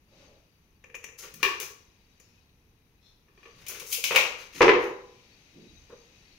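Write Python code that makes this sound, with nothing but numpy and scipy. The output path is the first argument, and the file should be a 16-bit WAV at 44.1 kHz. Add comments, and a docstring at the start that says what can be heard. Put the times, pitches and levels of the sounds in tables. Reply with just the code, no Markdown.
"""Steel tape ticks, slides and slaps on plywood in a bare, echoing kitchen, over a power tool's far, faint whine.
A carpenter is marking the sheet; the tape runs back into its case, which he sets down, and a tipped plank
clatters flat. Blows are flurries of tiny impacts filtered by each object's spectrum, plus decaying ringing modes.
Tape slides, plank scrapes and pen strokes are clumped grains of noise that follow the speed of the movement.
The far tool is hiss with wandering whistles; weight shifts and the still air of the room are shaped noise."""
import sys
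import numpy as np
from scipy import signal
from scipy.fft import rfft, irfft, next_fast_len
from scipy.io import wavfile
from scipy.ndimage import uniform_filter1d

SR = 44100
rng = np.random.default_rng(int(sys.argv[2]) if len(sys.argv) > 2 else 0)


def int16_out(signal):
    """Quantize to a 16-bit WAV file."""
    q = np.round(np.clip(np.atleast_2d(signal).T, -1, 1) * 32767)
    wavfile.write(sys.argv[1], SR, q.astype(np.int16))


N = 281354  # samples

MIC_GAP = 0.13  # m
SOUND_SPEED = 343  # m/s

# modes of the tape case: f/Hz, level/dB, t60/s
CASE_MODES = [(527.6, -1, 0.33), (2197, -1.5, .3), (2310, -0.5, .3), (2650, -5.5, 0.1916)]
# modes of the plank: f/Hz, level/dB, t60/s
PLANK_MODES = [(286, -30, .4), (346, 6, 0.76), (390.7, -6, 0.76), (405, 7, 0.24), (492, 2, 0.61),
               (807, -5.5, 0.73), (1008, -7.5, 0.74), (1013, -10, .3), (1240, -12.5, 0.46),
               (1140, -18, .35)]
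# spectrum of a slide or scrape on the sheet and floor: f/Hz, level/dB
SLIDE_SPECTRUM = [(100, -19.5), (280, -21.5), (440, 0), (700, -18), (1150, -4), (1800, -4.5), (2450, 3.5),
                  (3300, -1.5), (4700, -2.5), (6400, 3.5), (8000, -8.5), (11000, -3.5), (15000, -7)]
# spectrum of the blade rushing into its case: f/Hz, level/dB
SNAP_SPECTRUM = [(100, -26), (500, -25.5), (700, -23.5), (1200, -19.5), (1850, -18), (2350, 4),
                 (3100, -1.5), (4000, -8), (6300, -6.5), (8000, -15.5), (11000, -10.5), (15000, -12)]


def amp(db):
    """Decibels to gain."""
    return 10 ** (np.asarray(db) / 20)


def unit(x):
    """Scales to rms 1."""
    return x / np.sqrt(np.mean(x ** 2) + 1e-20)


def read(points, hz):
    """Reads a table on a log-frequency axis."""
    f, value = np.transpose(points)
    return np.interp(np.log(hz + 1), np.log(f + 1), value)


def add(mix, s, sound):
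    """Lays a stereo sound into the mix at time s."""
    start = max(round(s * SR), 0)
    part = mix[:, start:][:, :sound.shape[1]]
    part += sound[:, :part.shape[1]]


def shelves(hz, bass_db, treble_db):
    """Soft contacts give more bass, hard steel edges more treble: dB at each frequency."""
    bass = bass_db / (1 + (hz / 1200) ** 3)
    treble = treble_db * (1 - 1 / (1 + (hz / 4500) ** 4))
    return bass + treble


def colour(x, spectrum, bass_db=0, treble_db=0, size=2048):
    """Causal filter of unit energy with the given spectrum."""
    hz = abs(np.fft.fftfreq(size, 1 / SR))
    log_gain = np.log(amp(read(spectrum, hz) + shelves(hz, bass_db, treble_db)))
    minimum_phase = np.exp(np.conj(signal.hilbert(log_gain)))
    taps = np.fft.ifft(minimum_phase).real
    return signal.fftconvolve(x, taps / np.linalg.norm(taps))


def diffuse(count):
    """Noise from all directions at two microphones: alike in the bass, unrelated in the treble."""
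    size = next_fast_len(count)
    a, b = rfft(rng.standard_normal((2, size)))
    same = np.sinc(2 * np.fft.rfftfreq(size, 1 / SR) * MIC_GAP / SOUND_SPEED) * 0.94
    return irfft([a, same * a + np.sqrt(1 - same ** 2) * b], size)[:, :count]


def shape(x, gain_db):
    """Filters both channels by a function that gives dB at each frequency."""
    size = next_fast_len(x.shape[1] + 2048)
    gain = amp(gain_db(np.fft.rfftfreq(size, 1 / SR)))
    return irfft(rfft(x, size) * gain, size)[:, :x.shape[1]]


def room(x, wet_db, early_db=-4, early_s=0.024, build_s=0.00076, count=36000):
    """Direct sound, first bounces off floor and cabinets, and the tail of hard walls, drawn anew each call."""
    # decay of the kitchen: f/Hz, t60/s
    decay = [(100, 0.6), (400, 0.61), (1000, .58), (2500, 0.46), (6000, 0.49), (10000, 0.35), (15000, 0.33)]
    hz, t, z = signal.stft(diffuse(count), SR, nperseg=256)
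    z = z * 10 ** (-3 * t / read(decay, hz)[:, None])
    tail = signal.istft(z * (1 - np.exp(-t / build_s)), SR)[1]
    response = amp(wet_db) * tail / np.linalg.norm(tail[0])
    response[:, 0] += 1  # direct sound
    delays_s = np.geomspace(0.001, early_s, 8) * rng.uniform(0.8, 1.2, 8)
    lags_s = MIC_GAP / SOUND_SPEED * rng.uniform(-0.5, 0.5, len(delays_s))
    signs = rng.choice([-1, 1], len(delays_s))
    for delay_s, lag_s, sign in zip(delays_s, lags_s, signs):
        at = np.round((delay_s + np.array([lag_s, -lag_s])) * SR).astype(int)
        response[[0, 1], at] += sign * amp(early_db) / np.sqrt(len(delays_s))
    return signal.fftconvolve(x[None], response, axes=1)


def chatter(length_s, size=4096):
    """A contact of unit energy: a flurry of tiny impacts that swells and dies, with an even spectrum."""
    u = np.arange(size) / SR / max(length_s, 0.0014)  # no contact is shorter than 1.4 ms
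    fade = u * np.exp(-u)
    z = rfft(rng.standard_normal(size) * fade)
    force = irfft(z / (abs(z) + 1e-9)) * np.sqrt(fade)
    return force / np.linalg.norm(force)


def resonant(spectrum, modes, peak_db, width_hz):
    """Raises a spectrum at each mode, so that the crack itself rings for a few milliseconds."""
    hz = np.fft.rfftfreq(2048, 1 / SR)
    nearness = 1 / (1 + ((hz - np.array(modes)[:, :1]) / width_hz) ** 2)
    return np.column_stack([hz, read(spectrum, hz) + peak_db * nearness.max(0)])


def contacts(hits, contact_s, bass_db, soft_bass, thinning, doubling_db=30):
    """Gentler blows last longer and carry more bass; brightness takes bass away by the share thinning."""
    s, db, bright_db = np.transpose(hits)
    softer_db = db.max() - db
    length_s = contact_s * 2 ** (softer_db / doubling_db)
    bass = bass_db + soft_bass * softer_db - thinning * bright_db  # negative thinning adds bass
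    return np.column_stack([s, db, length_s, bass, bright_db])


def blows(hits, spectrum, modes, ring_db, wet_db):
    """Each blow cracks into the room and leaves the object's modes ringing."""
    out, t = np.zeros((2, N)), np.arange(SR) / SR
    hz, mode_db, t60 = np.transpose(modes)[:, :, None]
    lag_s = MIC_GAP / SOUND_SPEED * rng.uniform(-1, 1, hz.shape)
    fade = 10 ** (-3 * t / t60) * (1 - np.exp(-t / 0.002))
    # each mode arrives from its own side
    rings = fade * np.sin(2 * np.pi * hz * np.array([t + 0 * lag_s, t + lag_s]))
    for s, db, length_s, bass_db, treble_db in hits:
        crack = colour(chatter(length_s), spectrum, bass_db, treble_db)
        crack = crack * np.sqrt(0.005 * SR)  # the energy of rms 1 held for 5 ms
        add(out, s, amp(db) * room(crack, wet_db))
        tilt_db = shelves(hz, bass_db, treble_db) - max(bass_db, treble_db, 0)
        strength = amp(db + ring_db + mode_db + tilt_db)
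        add(out, s, strength[:, 0] @ rings)
    return out


def swell(rise_s, fall_s):
    """Speed of one stroke: up, then down to rest."""
    t = np.arange(0, rise_s + fall_s, 1 / SR)
    return np.interp(t, [0, rise_s, rise_s + fall_s], [0, 1, 0])


def pushes(strokes, rise_share, bass_db, thinning):
    """Each push gathers speed for a share of its length and then slows; bright ones carry less bass."""
    rise = np.clip(rise_share, 0.02, 0.9)
    return [(s, rise * length_s, (1 - rise) * length_s, db, bass_db - thinning * bright_db, bright_db)
            for s, length_s, db, bright_db in strokes]


def rubs(strokes, spectrum, grain_db, wet_db, grains_per_s=7000, lumps_db=3, size=300):
    """Sliding contact: countless tiny catches that come in clumps and follow the speed of the stroke."""
    out = np.zeros((2, N))
    catches = rng.standard_normal(N) * (rng.random(N) < grains_per_s / SR)
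    pressure_db = lumps_db * np.clip(unit(uniform_filter1d(rng.standard_normal(N), size)), -2, 2)
    spread_db = grain_db * np.minimum(rng.exponential(1, N), 4)
    catches = unit(catches * amp(pressure_db + spread_db))
    for s, rise_s, fall_s, db, bass_db, treble_db in strokes:
        speed = swell(rise_s, fall_s)
        drive = speed * catches[max(round(s * SR), 0):][:len(speed)]
        add(out, s, amp(db) * room(colour(drive, spectrum, bass_db, treble_db), wet_db))
    return out


def air():
    """Low rumble of the building under a thin hiss."""
    # still air of the room: f/Hz, level/dB
    air_spectrum = [(12, -41), (20, -3.5), (64, -3.5), (140, -8), (196, -10.5), (225, -12.5), (465, -18.5),
                    (597, -27.5), (958, -23.5), (1450, -29), (2610, -27.5), (7310, -48), (11100, -32.5),
                    (15500, -37)]
    return amp(-65) * unit(shape(diffuse(N), lambda hz: read(air_spectrum, hz)))


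def far_load(t, idle_db=-74.5, bite_s=0.15, release_s=0.14):
    """Gain of the distant tool: it rises as a cut bites, holds, and falls back to idling."""
    # cuts of the tool: t/s, length/s, level/dB
    cuts = [(0.06, 0.18, -60.5), (1.7, .68, -70.5), (3.31, 3.08, -62)]
    gain = amp(idle_db)
    for s, length_s, db in cuts:
        bite = np.clip((t - s) / bite_s, 0, 1)
        release = np.exp(-np.maximum(t - s - length_s, 0) / release_s)
        gain = np.hypot(gain, amp(db) * bite * release)
    return gain


def far_tool(size=5000):
    """A cutter several rooms away: hiss and a few fuzzy whistles that wander, flare up and follow its load."""
    # spectrum of the hiss: f/Hz, level/dB
    hiss = [(300, -1), (1000, -9.5), (1600, -8), (2550, 2), (3300, -3.5), (4600, -5.5), (6300, -6.5),
            (7500, -19.5), (15000, -31)]
    # whistles: f/Hz, width/Hz, level against the hiss/dB, rms wander/share of pitch
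    whistles = [(2465, 80, -10.5, 0.017), (3870, 81, -9.5, 0.0044), (4590, 62, -12, .02),
                (6100, 120, -13.5, 0.035)]
    sound = unit(shape(diffuse(N), lambda hz: read(hiss, hz)))
    for hz, width_hz, db, wander in whistles:
        drift, flare = (unit(uniform_filter1d(row, size)) for row in rng.standard_normal((2, N)))
        r = np.exp(-np.pi * abs(width_hz) / SR)
        # slow noise on the tone makes the whistle fuzzy
        flutter = signal.lfilter([1], [1, -2 * r, r * r], rng.standard_normal((2, N)))
        tone = np.sin(2 * np.pi * hz * np.cumsum(1 + wander * drift) / SR)
        sound += amp(db) * unit(amp(3 * flare) * flutter * tone)
    return sound * far_load(np.arange(N) / SR)


def shifts(width=0.55):
    """Weight moving on the boards gives low, soft bumps of band-shaped noise."""
    # dull shifts of weight: t/s, rise/s, fall/s, level/dB, centre f/Hz
    bumps = [(1.308, 0.06, 0.11, -55.5, 163), (3.539, 0.082, 0.054, -58, 104),
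             (4.545, 0.014, 0.11, -50.5, 247), (5.53, 0.053, 0.21, -52.5, 248),
             (5.671, 0.08, 0.13, -54.5, 61)]
    out, noise = np.zeros((2, N)), diffuse(SR)
    for s, rise_s, fall_s, db, centre_hz in bumps:
        push = swell(rise_s, fall_s)
        rumble = shape(noise, lambda hz: -20 * np.log10(1 + (np.log((hz + 1) / centre_hz) / width) ** 4))
        add(out, s, amp(db) * push * unit(rumble[:, :len(push)]))
    return out


def pen():
    """The pen drags along the wood in fine catches, and its tip squeaks on a short line."""
    # strokes along the wood: t/s, rise/s, fall/s, level/dB, bass/dB, treble/dB
    strokes = [(.05, 0.16, 0.23, -67, 9, -5), (2.19, 0.017, 0.24, -76, -27, 28)]
    # spectrum of a stroke: f/Hz, level/dB
    stroke_spectrum = [(150, 0), (380, 3), (540, 11), (750, 1), (1500, -1), (2600, -41.5), (3800, -24.5),
                       (5500, -20.5), (7500, -72), (15000, -89)]
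    # squeaks of the tip: t/s, rise/s, fall/s, level/dB, bass/dB, treble/dB
    squeaks = [(3.0, 0.033, 0.12, -71, 3, 3), (3.06, 0.04, 0.074, -74, 2.5, -19)]
    # spectrum of a squeak: f/Hz, level/dB
    squeak_spectrum = [(100, -30), (3000, -15.5), (3550, 5), (3850, -6), (4150, 2), (4700, -22), (5300, -2),
                       (6200, -19), (15000, -47)]
    drawn = rubs(strokes, stroke_spectrum, grain_db=-16, wet_db=3.5)
    return drawn + rubs(squeaks, squeak_spectrum, grain_db=5, wet_db=6)


def wood_knocks():
    """Hands knock softly on the wood: long, dull contacts that faintly ring the plank modes."""
    # knocks: t/s, level/dB, brightness/dB
    hits = [(1.232, -48.5, -8), (3.455, -52.5, 0), (3.812, -45.5, 5), (3.975, -46, -6.5), (5.895, -46.5, 0),
            (5.920, -45, -6)]
    # spectrum of the knock: f/Hz, level/dB
    spectrum = [(100, -11), (350, -13), (480, 7.5), (680, -19), (1100, -10), (2000, -24), (8000, -46.5)]
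    knocks = contacts(hits, contact_s=0.0086, bass_db=-3.5, soft_bass=0.075, thinning=0.6)
    return blows(knocks, spectrum, PLANK_MODES, ring_db=-27, wet_db=-3)


def plank_scrapes():
    """The plank scrapes on the floor in grainy catches as it is tipped over and nudged."""
    # scrapes: t/s, length/s, level/dB, brightness/dB
    strokes = [(4.36, .14, -48, -15.5), (4.52, 0.15, -47, -10.5), (4.79, 0.13, -56, -7)]
    scrapes = pushes(strokes, rise_share=0.21, bass_db=-8.5, thinning=0.044)
    return rubs(scrapes, SLIDE_SPECTRUM, grain_db=4, wet_db=2)


def settling(hits, gap_s=0.047, shrink=0.92, first_db=-30, loss_db=3, contact_s=0.0024,
             bass_db=0, treble_db=-6, count=4):
    """After its last big blow the plank rocks to rest, each bounce sooner and weaker."""
    k = np.arange(count)
    times = hits[-1][0] + np.cumsum(gap_s * shrink ** k)
    bounces = [(s, first_db - loss_db * i, contact_s, bass_db, treble_db) for i, s in zip(k, times)]
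    return list(hits) + bounces


def plank_fall():
    """The plank lands edge first, slaps flat, bounces and rocks to rest, ringing its wooden modes."""
    # main blows: t/s, level/dB, chatter/s, bass/dB, treble/dB
    hits = [(4.606, -11.5, 0.0032, 7.5, -8), (4.616, -15, 0.0035, -8.5, 7.5),
            (4.626, -12.5, 0.0029, 6.5, 10), (4.652, -17, 0.0064, 14, 2), (4.680, -14.5, 0.0016, 3, -1),
            (4.691, -12.5, 0.0011, -3, -8.5), (4.699, -19, 0.0012, -1.5, -4)]
    # spectrum of the first crack: f/Hz, level/dB
    spectrum = [(60, -26), (200, -21), (290, -15.5), (360, -1), (480, 0), (650, -16.5), (1050, -6),
                (1500, -12.5), (2450, -7.5), (3500, -22), (6000, -33.5), (8000, -50), (15000, -60)]
    board = resonant(spectrum, PLANK_MODES, peak_db=0.5, width_hz=22)
    return blows(settling(hits), board, PLANK_MODES, ring_db=-16.5, wet_db=1.16)


def case_clacks():
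    """The tape case clacks down on the floor in a quick run of blows that leave its modes ringing."""
    # clacks: t/s, level/dB, brightness/dB
    hits = [(4.107, -25.5, -11.5), (4.118, -28, -2), (4.147, -23.5, -4), (4.159, -13, -5), (4.181, -33, -1)]
    # spectrum of the first crack: f/Hz, level/dB
    spectrum = [(100, -32), (280, -28), (500, -9.5), (700, -16), (1100, -9.5), (1800, -13), (2450, 1.5),
                (3300, -8), (4500, -15), (6400, -15), (8000, -22.5), (14000, -21.5)]
    case = resonant(spectrum, CASE_MODES, peak_db=1, width_hz=60)
    clacks = contacts(hits, contact_s=0.0024, bass_db=-5.5, soft_bass=0.9, thinning=0.45)
    return blows(clacks, case, CASE_MODES, ring_db=-9.5, wet_db=4)


def tape_return():
    """The spring reels the blade in with a grainy zip, and it whips into the case until the hook stops it."""
    # snaps in the case: t/s, level/dB, brightness/dB
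    hits = [(3.664, -41, 0), (3.682, -33, 22), (3.796, -38.5, 8), (3.926, -25.5, 7.5), (4.039, -21.5, -3.5)]
    # zip of the blade: t/s, rise/s, fall/s, level/dB, bass/dB, treble/dB
    zips = [(3.906, 0.021, 0.051, -29, -10, 8)]
    snaps = contacts(hits, contact_s=0.0021, bass_db=-2.5, soft_bass=0.46, thinning=0.15)
    snapping = blows(snaps, SNAP_SPECTRUM, CASE_MODES, ring_db=-28.5, wet_db=5)
    return snapping + rubs(zips, SNAP_SPECTRUM, grain_db=-2.5, wet_db=2.5)


def tape_slides():
    """The steel tape slides over the sheet and into its case in a rush of tiny catches."""
    # slides: t/s, length/s, level/dB, brightness/dB
    strokes = [(1.175, 0.087, -47.5, 5.5), (1.22, 0.079, -48, -12), (1.385, 0.18, -53.5, -11.5),
               (1.60, 0.076, -41, -2), (3.54, 0.35, -61, -9.5), (3.68, 0.2, -47, -10.5),
               (3.85, 0.21, -44, 11.5)]
    slides = pushes(strokes, rise_share=0.18, bass_db=4, thinning=0.15)
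    return rubs(slides, SLIDE_SPECTRUM, grain_db=1.5, wet_db=2)


def tape_ticks():
    """Case and hook tick on the sheet: short contacts that leave modes ringing."""
    # ticks: t/s, level/dB, brightness/dB
    hits = [(.839, -47, -8.5), (.897, -52, -15), (.943, -37.5, -17.5), (.950, -40.5, 7.5),
            (1.029, -53.5, -2), (1.040, -36, 5.5), (1.085, -48.5, -4.5), (2.198, -54, 17)]
    # spectrum of the first crack: f/Hz, level/dB
    spectrum = [(100, -17), (300, -16), (490, -1.5), (680, -19), (1150, -7), (1450, -15.5), (1830, -5.5),
                (2100, -4), (2420, 1.5), (3200, -10.5), (4300, -24), (6600, -9), (7600, -23.5),
                (15000, -25)]
    # ringing after a tick: f/Hz, level/dB, t60/s
    modes = [(484, -1, 1), (1770, 0, 0.45), (2430, 13, 0.17), (2690, -46, .25), (5940, -10, .35),
             (6870, -8.5, 0.33)]
    tick = resonant(spectrum, modes, peak_db=8, width_hz=90)
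    ticks = contacts(hits, contact_s=0.0022, bass_db=-4.5, soft_bass=0.41, thinning=-0.1)
    return blows(ticks, tick, modes, ring_db=-20.5, wet_db=-1)


def blade_slaps():
    """The steel blade strikes the sheet: very short contacts that set its modes ringing."""
    # slaps: t/s, level/dB, brightness/dB
    hits = [(1.339, -44, 25), (1.429, -18, 1.5), (1.449, -27.5, -8.5), (1.600, -32, 25), (3.280, -64, -18),
            (3.373, -57.5, -18), (3.428, -55, -3), (3.453, -50.5, -8)]
    # spectrum of the first crack: f/Hz, level/dB
    spectrum = [(100, -25.5), (230, -28.5), (400, -12), (520, -18), (680, -24.5), (1130, -8), (1450, -16.5),
                (1780, -7.5), (2050, -8.5), (2420, -0.5), (3200, -10.5), (4500, -15), (6400, -20),
                (8000, -29), (15000, -24.5)]
    # ringing after a slap: f/Hz, level/dB, t60/s
    modes = [(420, -8, .3), (1130, 0, .35), (1766, -2, .35), (2400, -3, .28), (2810, -7, .21),
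             (3278, -10, .25), (5879, -21, .3)]
    blade = resonant(spectrum, modes, peak_db=7, width_hz=80)
    slaps = contacts(hits, contact_s=0.0013, bass_db=1, soft_bass=0.065, thinning=0.55)
    return blows(slaps, blade, modes, ring_db=-9.5, wet_db=3.5)


def scene():
    """Tape, plank and pen over the sounds of the building."""
    building = air() + far_tool() + shifts()
    plank = wood_knocks() + plank_scrapes() + plank_fall()
    tape = case_clacks() + tape_return() + tape_slides() + tape_ticks() + blade_slaps()
    return building + pen() + plank + tape


def record(dry):
    """Each channel has its own tone; the loudest peaks are rounded off; then the band limit."""
    # tone of the left channel: f/Hz, gain/dB
    left_tone = [(1400, 1), (1900, 3.5), (2450, 2), (3200, 2), (4200, 2.5), (5200, 3.5), (6600, 6),
                 (7800, -1), (9500, -0.5), (12000, 1), (14000, 5)]
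    # tone of the right channel, duller at the top: f/Hz, gain/dB
    right_tone = [(1400, 1), (1900, 0), (2450, -6), (3200, -8), (4200, -3.5), (5200, -6.5), (6600, -11.5),
                  (7800, 1), (9500, 1), (12000, -1.5), (13300, -11.5), (15500, -21)]
    edge_hz = 15800
    heard = shape(dry, lambda hz: np.array([read(left_tone, hz), read(right_tone, hz)]))
    rounded = heard / (1 + (heard / 0.85) ** 6) ** (1 / 6)
    low_pass = signal.firwin(511, edge_hz, window=("kaiser", 9), fs=SR)
    return signal.oaconvolve(rounded, low_pass[None], "same")


dry = scene()
out = record(dry)
int16_out(out)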